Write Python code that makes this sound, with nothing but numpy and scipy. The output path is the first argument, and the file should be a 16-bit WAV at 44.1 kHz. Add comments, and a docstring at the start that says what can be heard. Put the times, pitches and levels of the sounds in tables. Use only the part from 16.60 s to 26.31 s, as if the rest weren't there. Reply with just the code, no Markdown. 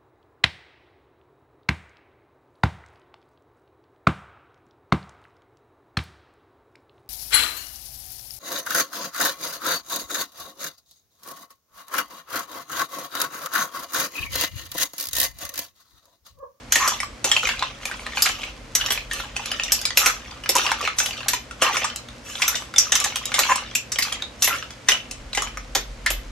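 """Stirring mussels in a wok

A steel spoon stirs mussels in sauce, close by in a small kitchen: noise bursts and fading tones make its
strikes and the clacking shells. Tiny random clicks make the scraping, gliding tones the judder.
Under it are a gas flame and simmering sauce of shaped noise, an appliance hum of sine tones,
and a low rumble of deep noise that swells at the end."""
import sys
import numpy as np
from scipy import signal
from scipy.fft import rfft, irfft, next_fast_len
from scipy.io import wavfile
from scipy.ndimage import uniform_filter1d, map_coordinates

SR = 44100
rng = np.random.default_rng(int(sys.argv[2]) if len(sys.argv) > 2 else 0)


def output_pcm(signal):
    """Save a mono or channel-first signal as 16-bit PCM at the path in sys.argv[1].

    Samples are clipped to [-1, 1] before scaling.
    """
    pcm = np.clip(np.atleast_2d(signal).T, -1, 1) * 32767
    wavfile.write(sys.argv[1], SR, np.round(pcm).astype(np.int16))


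N = 428211  # length in samples

# All levels in the tables are relative: the mix scales each layer again.
# Spoon on the wok: [t/s, level/dB, clang f/Hz, low knock re level/dB,
# brightness (spoon's edge over the pan's clank)/dB, sparkle re level/dB]
SPOON_STRIKES = [(0.122, -9.5, 6540, -23, 6.5, -13), (0.156, -12, 1860, -11.5, 4, -13),
                 (0.276, -13.5, 5540, -13, 22, -9), (0.643, -12.5, 6360, -7.5, 5, -8),
                 (1.621, -9.5, 4970, -23, 20, -6), (1.659, -15.5, 2120, -26, -10, -22),
                 (2.151, -13, 5800, -25, 4, -4.5), (2.304, -16.5, 3120, -12.5, -3, -6),
                 (2.319, -18.5, 3140, -13, 1, -2), (3.12, -9.5, 5600, -24, 12.5, -7),
                 (3.372, -7, 2550, -19, -0.5, -3.5), (3.46, -10.5, 1420, -13, -3, -11),
                 (3.891, -14, 5600, -10.5, 4.5, -4), (3.953, -13.5, 925, -10.5, 5, -13),
                 (4.385, -14, 7300, -38, 7, -7), (4.683, -13.5, 5890, -26, 1.5, -7),
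                 (4.733, -16, 960, -16, 0.5, -12), (5.02, -9, 2650, -10.5, 0, -13),
                 (5.243, -17.5, 1150, -30, 9, -29), (5.819, -13, 2570, -35, -7, -20),
                 (5.879, -13.5, 5650, -34, 5, -7.5), (6.182, -9, 5760, -39, 9.5, -17),
                 (6.32, -11.5, 6300, -26, -1, -19), (6.353, -12.5, 6000, -34, 2, -15),
                 (6.441, -15, 6260, -28, 2.5, -12), (6.741, -14, 3610, -16.5, -2, -21),
                 (6.79, -11, 6400, -14, -1, -6), (7.151, -13.5, 2560, -32, 11.5, -10),
                 (7.319, -18.5, 5660, -25, 10, -26), (7.386, -16.5, 2010, -18, -1, -1),
                 (7.423, -17, 4200, -32, 6, -4), (7.822, -8, 5950, -30, 9, -11.5),
                 (7.843, -14.5, 5700, -18, 2.5, -1), (7.874, -17, 2110, -6.5, -13, -3),
                 (8.286, -8, 5790, -15, -4, -8.5), (8.773, -16, 3100, -6.5, -6, -26),
                 (9.15, -12.5, 5650, -14, -1.5, -11), (9.462, -13, 1960, -31, -20, -32),
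                 (9.503, -18, 2740, -11.5, 0, -5)]
# Shell against shell or spoon: [t/s, level/dB, shell pitch f/Hz, steel tick re level/dB]
SHELL_CLACKS = [(0.402, -26.5, 1950, 3), (0.431, -26.5, 1180, -6), (0.715, -16, 3280, 3),
                (0.765, -13.5, 2730, -17), (0.832, -21, 1310, -14), (0.871, -20, 2100, -8),
                (0.89, -19, 2820, -15), (0.993, -26.5, 3980, -10), (1.024, -17.0, 1020, -40),
                (1.231, -38, 1330, -15), (1.254, -24.5, 2390, 0.5), (1.313, -27.5, 1550, -11),
                (1.465, -23.5, 1225, -16), (1.571, -21.5, 2500, -25), (1.689, -26, 1760, 1),
                (1.833, -28.5, 2410, -16.5), (2.21, -21.5, 2940, -17), (2.261, -22, 3250, -4),
                (2.375, -21.5, 2490, -25), (2.512, -22, 1825, -20), (2.533, -30, 1180, 5.5),
                (2.764, -25.5, 2830, 1.5), (2.858, -27.5, 4030, 2), (2.916, -22, 2980, -2),
                (2.997, -21, 2850, -18), (3.035, -28, 3650, 7), (3.214, -37.5, 3490, 13.5),
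                (3.253, -19.5, 4300, 5.5), (3.305, -24.5, 1980, -16.5), (3.709, -40, 3070, -2),
                (3.837, -32, 2920, -5), (3.859, -25, 1440, -17.0), (3.965, -22.5, 883, 7.5),
                (3.983, -20.5, 3060, -0.5), (4.064, -19.5, 2770, -11), (4.116, -17, 906, -6),
                (4.212, -24.5, 1180, -2.5), (4.251, -23.5, 2570, -11), (4.275, -17, 1280, -36),
                (4.401, -19.5, 1525, 3.5), (4.46, -22.5, 2980, 0), (4.508, -29.5, 2870, -8),
                (4.605, -27.5, 2760, -20), (4.91, -33.5, 1380, -1.5), (5.035, -24, 2670, 0),
                (5.168, -17.5, 2250, -1), (5.216, -25, 2300, -18.0), (5.3, -30, 3100, -26),
                (5.36, -33.5, 3120, 11), (5.486, -35.0, 3740, -11), (5.753, -26.5, 3340, -14),
                (5.954, -23.5, 3600, 3), (6.139, -27.0, 1350, -9), (6.161, -21.5, 3510, -6.5),
                (6.401, -26, 2530, 9.5), (6.558, -20.5, 3200, 0), (6.568, -25.5, 3170, -4),
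                (6.655, -32.5, 3150, 13), (6.718, -23.5, 1440, -15), (6.957, -24.5, 1010, 4.5),
                (7.358, -24, 3250, -19), (7.524, -24.5, 3230, 3.5), (7.622, -24.5, 3770, -12.5),
                (8.025, -26.5, 1310, -30), (8.106, -38.5, 1170, 4), (8.319, -14.5, 2970, -6),
                (8.511, -34.5, 2680, 7.5), (8.731, -26.5, 4300, -7.5), (8.749, -28, 2050, 7.5),
                (8.821, -25.5, 1130, 4), (8.872, -30.5, 3030, -12.5), (8.972, -30.0, 1270, -3.5)]
# The spoon's edge judders on the steel: [t/s, length/s, start f/Hz, end f/Hz, level/dB]
EDGE_JUDDERS = [(0.185, 0.12, 1091, 1190, -20), (3.416, .11, 1300, 1357, -23),
                (3.942, 0.048, 927, 916, -33), (5.02, 0.09, 1154, 1145, -21.5),
                (5.235, 0.024, 1140, 1150, -33), (6.884, 0.048, 1018, 1000, -13.5),
                (7.886, 0.079, 1380, 1403, -24.5)]
# Spoon and wok ring together: [f/Hz, level/dB, time to fade by 60 dB/s]
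STEEL_MODES = [(2035, -9, 0.18), (2230, -31, 0.18), (2636, -0.5, 0.21), (3024, -6, 0.28), (3380, -5, 0.15),
               (3820, -7.5, 0.18), (4160, -2, 0.14), (4920, -5, 0.11), (5400, -4, 0.061), (5400, 3, 0.056),
               (5880, 6.5, 0.07), (6220, 0, 0.066), (6600, -3.5, 0.084), (6920, -8, 0.12), (7400, 0, 0.061),
               (7700, -15.5, 0.29), (8360, -22, 0.11), (9210, -6.5, 0.12), (10930, -7, 0.14),
               (12500, -9, 0.14), (12500, -5, 0.14)]
# Tone colour of the grinding: [f/Hz, level per Hz/dB]
GRIND_COLOUR = [(120, -56), (200, -34), (237, -7.5), (419, -5), (526, -0.5), (690, -0.5), (917, -8),
                (1040, -10), (1150, 6.5), (1640, -11), (2820, 3.5), (4580, -6.5), (6000, -8.5), (7800, -28),
                (13200, -120)]
# Tone colour of the hiss on the steel: [f/Hz, level per Hz/dB]
HISS_COLOUR = [(3000, -28), (4600, -11), (5800, -3), (7200, 0), (8600, -10.5), (10000, -16.5),
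               (11200, -6.5), (12700, -11.5), (14000, -42)]
# Tone colour of the gas flame: [f/Hz, level per Hz/dB]
FLAME_COLOUR = [(29, -64), (50, 2), (166, -13), (248, -6.5), (398, -18), (504, -11), (752, -18.5),
                (827, -19.5), (1050, -19), (1930, -22.5), (2070, -21.5), (3740, -27.5), (6430, -30.5),
                (12200, -46.5), (14000, -47)]
# Loudness of the deep rumble over time: [t/s, level/dB]
RUMBLE_LEVEL = [(0.0, -50), (2.67, -43), (4.27, -59), (8.4, -62.5), (8.62, -37), (8.75, -44.5), (9.7, -31)]
# Average pitches of the appliance hum: [f/Hz, level/dB]
HUM_TONES = [(60, -66), (121.5, -54), (232, -58.5)]
# How long the kitchen echoes: [f/Hz, time to fade by 60 dB/s]
KITCHEN_FADE = [(200, 0.22), (800, 0.15), (2000, 0.23), (5500, 0.23), (13000, 0.018)]
# Pushes of the spoon through shells and over steel: [t/s, length/s, grinding level/dB, hiss level/dB]
SPOON_PUSHES = [(0.135, 0.17, -27, -27.5), (0.68, .09, -29.5, -31), (0.83, 0.055, -23, -32.5),
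                (0.987, 0.073, -29, -48), (1.22, 0.41, -35.5, -46), (1.56, .13, -25.5, -31.5),
                (1.74, 0.11, -32.5, -43.5), (2.198, .16, -32, -38), (2.519, 0.082, -29, -35),
                (2.762, 0.27, -32.5, -44.5), (3.04, 0.17, -32, -45), (3.382, 0.1, -25, -24.5),
                (3.623, 0.11, -41, -56), (3.965, 0.13, -23, -32), (4.19, 0.074, -28, -39),
                (4.386, 0.096, -37, -31), (4.526, 0.13, -34, -47.5), (5.017, 0.078, -25, -36),
                (5.123, 0.075, -23, -32), (5.664, 0.12, -41, -37), (5.787, 0.19, -32.5, -34.5),
                (6.198, 0.084, -30, -39), (6.345, .14, -27.5, -37), (6.516, 0.27, -35.5, -47),
                (6.757, 0.17, -23, -29.5), (7.024, 0.084, -39, -65), (7.44, .1, -32, -41),
                (7.833, 0.019, -28, -20.5), (7.9, 0.055, -31.5, -36), (8.292, 0.021, -28, -31.5),
                (8.763, .08, -35.5, -39)]
# Tone colour of the rumble: [f/Hz, level per Hz/dB]
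RUMBLE_COLOUR = [(20, -36), (33, -33), (42, -7.0), (48, -12.5), (65, -28), (150, -120)]
# Left-right difference of the echo: [f/Hz, gain]
KITCHEN_WIDTH = [(150, 0.11), (600, 0.72), (2000, 1.0), (6000, 1.13)]
# Modes of a clacking shell: [f as a multiple of its pitch, level/dB, time to fade by 60 dB/s]
SHELL_MODES = [(1, 0, .027), (1.152, -7, .018), (0.906, -6, .016), (1.689, -9, .011)]
# Modes of a small tumbling shell: same columns
SMALL_SHELL_MODES = [(1, 0, .02), (1.26, -4, .014), (1.9, -5, .01), (2.6, -9, .008)]

TOP_HZ = 13100  # upper band limit
TIME = np.arange(N) / SR  # seconds
AGE = np.arange(SR // 3) / SR  # seconds since a contact
CONTACT_T60_S = 0.057  # basic chatter time of a strike, as a 60 dB fade
CLANG_DB, RING_DB = -5.5, -13  # clang and ring, relative to the strike's level
SHELL_KNOCK_DB = -18  # what the heap passes on to the pan, relative to the clack
PUSH_RISE_S = 0.026  # time for a push to rise by 20 dB
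PUSH_RELEASE_DB_PER_S, HISS_RELEASE_DB_PER_S = 147, 204  # how fast the heap settles


def amp(db):
    """Turn decibels into a gain."""
    return 10 ** (np.asarray(db) / 20)


def unit(x):
    """Scale a sound to an average strength (rms) of 1."""
    return x / np.sqrt(np.mean(x ** 2) + 1e-20)


def blow(x):
    """Scale a contact to the energy of 20 ms at rms 1."""
    return x * np.sqrt(SR / 50 / np.sum(x ** 2))


def along(points, hz):
    """Read (frequency, value) points on a logarithmic frequency axis."""
    f, value = np.transpose(points)
    return np.interp(np.log(hz + 1), np.log(f), value)


def wobble(rate):
    """Draw a smooth random curve through a given number of random points a second."""
    knots = rng.standard_normal(int(N * rate / SR) + 4)
    return map_coordinates(knots, [TIME * rate])


def filtered(x, response):
    """Change the strength or timing of each frequency in a sound."""
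    size = next_fast_len(N + SR // 2)
    spectrum = rfft(x, size) * response(np.fft.rfftfreq(size, 1 / SR))
    return irfft(spectrum, size)[..., :N]


def coloured(x, spectrum):
    """Give a sound a tone colour from a table, at rms 1."""
    return unit(filtered(x, lambda hz: amp(along(spectrum, hz))))


def band(x, lo_hz, hi_hz, order=2):
    """Keep mainly the frequencies between two limits."""
    edges = [lo_hz, min(hi_hz, SR / 2 - 100)]
    return signal.lfilter(*signal.butter(order, edges, 'band', fs=SR), x)


def fade(t60, size=len(AGE)):
    """Die away by 60 dB in t60 seconds."""
    return np.exp(-np.log(1000) * AGE[:size] / np.maximum(t60, 1e-3))


def burst(lo_hz, hi_hz, t60, linger_db, linger_t60, rise_s=0.00089):
    """Make a contact's noise in one band: a crack, cushioned by sauce, and the pan's short shiver."""
    decay = fade(t60) + amp(min(linger_db, 0)) * fade(linger_t60)
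    shape = decay * (1 - np.exp(-AGE / rise_s))
    return blow(band(rng.standard_normal(len(AGE)) * shape, lo_hz, hi_hz))


def ring(modes, scatter_db, size=len(AGE)):
    """Sum fading tones with new random strengths at every call; a soft start keeps them from thumping."""
    t = AGE[:size]
    tones = np.zeros(size)
    for hz, db, t60 in modes:
        strength = amp(db + scatter_db * rng.normal()) * rng.choice([-1, 1])
        tones += strength * fade(t60, size) * np.sin(2 * np.pi * hz * t)
    return blow(tones * (1 - np.exp(-t / .0007)))


def tuned(modes, hz):
    """Set a shell's modes to its own pitch."""
    return [(hz * ratio, db, t60) for ratio, db, t60 in modes]


def grains(rate, spread_db):
    """Scatter tiny clicks of unequal size, on average rate a second."""
    hits = (rng.random(N) < rate / SR) * rng.choice([-1, 1], N)
    return hits * amp(spread_db * np.clip(rng.standard_normal(N), -2, 2))


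def add(track, s, sound):
    """Mix in a contact, the right side 0 to 2 samples late at random to loosen the treble between the sides."""
    for side, lag in zip(track, (0, rng.integers(3))):
        part = side[max(round(s * SR), 0) + lag:][:len(sound)]
        part += sound[:len(part)]


def stove():
    """Mix flame noise, popping simmer, gently wavering hum tones and deep rumbling noise."""
    flame = amp(-45) * coloured(rng.standard_normal(N), FLAME_COLOUR)
    # separate noise on the left and right makes the flame wide
    wide_noise = band(rng.standard_normal((2, N)), 680, 16800, order=1)
    wide_flame = amp(-47.5) * coloured(wide_noise, FLAME_COLOUR)
    pops = grains(rate=200, spread_db=7)
    simmer = amp(-60.0) * unit(band(pops, 1800, 6500))
    hum = np.zeros(N)
    for hz, db in HUM_TONES:
        level = amp(db + 2.2 * wobble(4.3))
        phase = 2 * np.pi * np.cumsum(hz + 0.9 * wobble(3.5)) / SR
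        hum += level * unit(np.sin(phase))
    rumble_db = np.interp(TIME, *np.transpose(RUMBLE_LEVEL))
    rumble = amp(rumble_db - .5) * coloured(rng.standard_normal(N), RUMBLE_COLOUR)
    return flame + wide_flame + simmer + hum + rumble


def spoon_strikes():
    """The spoon lands and chatters, from dull clank to bright edge; a short steel ring follows each strike."""
    out = np.zeros((2, N))
    for s, db, hz, knock_db, bright_db, sparkle_db in SPOON_STRIKES:
        # clank and edge share the energy
        dull = 1 / np.sqrt(1 + amp(bright_db) ** 2)
        bright = dull * amp(bright_db)
        knock = amp(knock_db - 0.5) * burst(347, 1120, CONTACT_T60_S, -12.5, 0.21)
        clank = dull * amp(-3.0) * burst(1230, 4040, CONTACT_T60_S * 0.86, -16.5, 0.26)
        edge = bright * amp(-4.0) * burst(5220, 7930, CONTACT_T60_S * 0.96, -14.0, 0.17)
        sparkle = amp(sparkle_db - 0.5) * burst(11060, 12670, CONTACT_T60_S, -12, 0.23)
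        # a narrow band stands for a cluster of close pan modes
        clang = amp(CLANG_DB) * burst(hz * 0.944, hz * 1.077, 0.015, -16, 0.086)
        steel = amp(RING_DB) * ring(STEEL_MODES, scatter_db=4)
        snap = amp(-10) * burst(2500, 10000, .006, -40, .02)
        strike = snap + knock + clank + edge + sparkle + clang + steel
        add(out, s, amp(db) * strike)
    return out


def drag():
    """Follow the pushes: the spoon bites, holds and the heap settles; the strongest push sets each level in dB."""
    grind, hiss = np.full(N, -80.), np.full(N, -80.)
    for s, length, grind_db, hiss_db in SPOON_PUSHES:
        rise_db = 20 * np.minimum(TIME - s, 0) / PUSH_RISE_S
        after = np.maximum(TIME - s - length, 0)
        grind = np.maximum(grind, grind_db + rise_db - PUSH_RELEASE_DB_PER_S * after)
        hiss = np.maximum(hiss, hiss_db + rise_db - HISS_RELEASE_DB_PER_S * after)
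    return grind, hiss


def scraping():
    """Tiny slips of shell and spoon grind through the heap and set the steel singing."""
    grind_db, hiss_db = drag()
    rough_grains = grains(rate=700, spread_db=4.5) * amp(3.2 * wobble(70))
    grind = coloured(rough_grains, GRIND_COLOUR)
    slips = grains(rate=3000, spread_db=2.5) * amp(1.5 * wobble(60))
    # every slip starts the steel's ring
    singing = unit(signal.fftconvolve(slips, ring(STEEL_MODES, scatter_db=2))[:N])
    hiss = coloured(slips, HISS_COLOUR) + amp(-0.5) * singing
    return amp(grind_db - 3.0) * grind + amp(hiss_db - 1.0) * hiss


def tumbling():
    """Many small shells jostle, louder when the spoon pushes harder; a few stand out."""
    out = np.zeros((2, N))
    push_db = drag()[0]
    for when, size, pitch in rng.random((1200, 3)):
        hz = 800 * 4.2 ** pitch
        shell = ring(tuned(SMALL_SHELL_MODES, hz), scatter_db=5.5, size=1500)
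        level_db = push_db[int(when * N)] - 10 + 13 * size ** 3
        add(out, when * N / SR, amp(level_db) * shell)
    return out


def juddering():
    """The spoon's edge sticks and slips: a short, rough, gliding tone that rattles the pan."""
    out = np.zeros((2, N))
    for s, length, start_hz, end_hz, db in EDGE_JUDDERS:
        size = int(length * SR)
        uneven = 1 + .08 * wobble(600)[:size]
        glide_hz = np.linspace(start_hz, end_hz, size) * uneven
        phase = 2 * np.pi * np.cumsum(glide_hz) / SR
        rattle = amp(-8) * unit(band(rng.standard_normal(size), 1100, 2200))
        tone = (np.sin(phase) + rattle) * amp(2.2 * wobble(220)[:size])
        add(out, s, amp(db) * unit(tone * signal.windows.tukey(size, .5)))
    return out


def shell_clacks():
    """Each shell has a few quickly dying modes, and knocks on the pan through the heap."""
    out = np.zeros((2, N))
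    for s, db, hz, tick_db in SHELL_CLACKS:
        shell = ring(tuned(SHELL_MODES, hz), scatter_db=4)
        crack = burst(1150, 3900, .01, -17, .06)
        knock = amp(SHELL_KNOCK_DB) * burst(502, 890, 0.015, -13, 0.072)
        low_tick = burst(4800, 8400, .009, -20, .06)
        high_tick = burst(8400, 13400, .009, -25, .04)
        tick = amp(tick_db - 4.75) * (low_tick + amp(-8) * high_tick)
        clack = amp(-1.4) * shell + amp(-5) * crack
        steel = amp(tick_db - 8) * ring(STEEL_MODES, scatter_db=11)
        add(out, s, amp(db) * (clack + knock + tick + steel))
    return out


def shifting(x, depth_db, size):
    """As the point of contact moves, different resonances stand out from moment to moment."""
    z = signal.stft(x, nperseg=256)[2]
    # a random pattern over pitch and time, smoothed along both
    field = uniform_filter1d(rng.standard_normal(z.shape[-2:]), size=3, axis=0)
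    field = uniform_filter1d(field, size=size, axis=1)
    gains = unit(amp(depth_db * unit(field)))
    return signal.istft(z * gains, nperseg=256)[1][..., :N]


def kitchen(x):
    """Close hard walls answer with fading noise, nearly alike left and right in the bass, not in the treble."""
    hz, t, z = signal.stft(rng.standard_normal((2, SR // 2)), SR, nperseg=256)
    z[1] *= along(KITCHEN_WIDTH, hz)[:, None]
    decay = np.exp(-np.log(1000) * t / along(KITCHEN_FADE, hz)[:, None])
    mid, side = signal.istft(z * decay, SR, nperseg=256)[1]
    tail = np.array([mid + side, mid - side]) / np.linalg.norm(mid + side)
    late = filtered(x, lambda f: np.exp(-2j * np.pi * f * .003))  # 3 ms later
    return signal.fftconvolve(late, tail, axes=1)[:, :N]


def scene():
    """The wok stands slightly off centre, so its sound tends to reach the left microphone first."""
    scrape = scraping()
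    scrape = np.array([scrape, np.roll(scrape, 1)])  # right side one sample late
    contacts = shifting(spoon_strikes() + shell_clacks(), depth_db=3, size=16)
    stirring = shifting(scrape, depth_db=4.5, size=7)
    wok = contacts + stirring + tumbling() + juddering()
    heard = wok + amp(-5.5) * kitchen(wok)
    return amp(-4.5) * heard + stove()


def record(dry):
    """Round off the loudest peaks just under full scale and cut steeply above the band limit."""
    rounded = dry / (1 + np.abs(dry / .85) ** 6) ** (1 / 6)
    return filtered(rounded, lambda hz: 1 / np.sqrt(1 + (hz / TOP_HZ) ** 100))


dry = scene()
out = record(dry)
output_pcm(out)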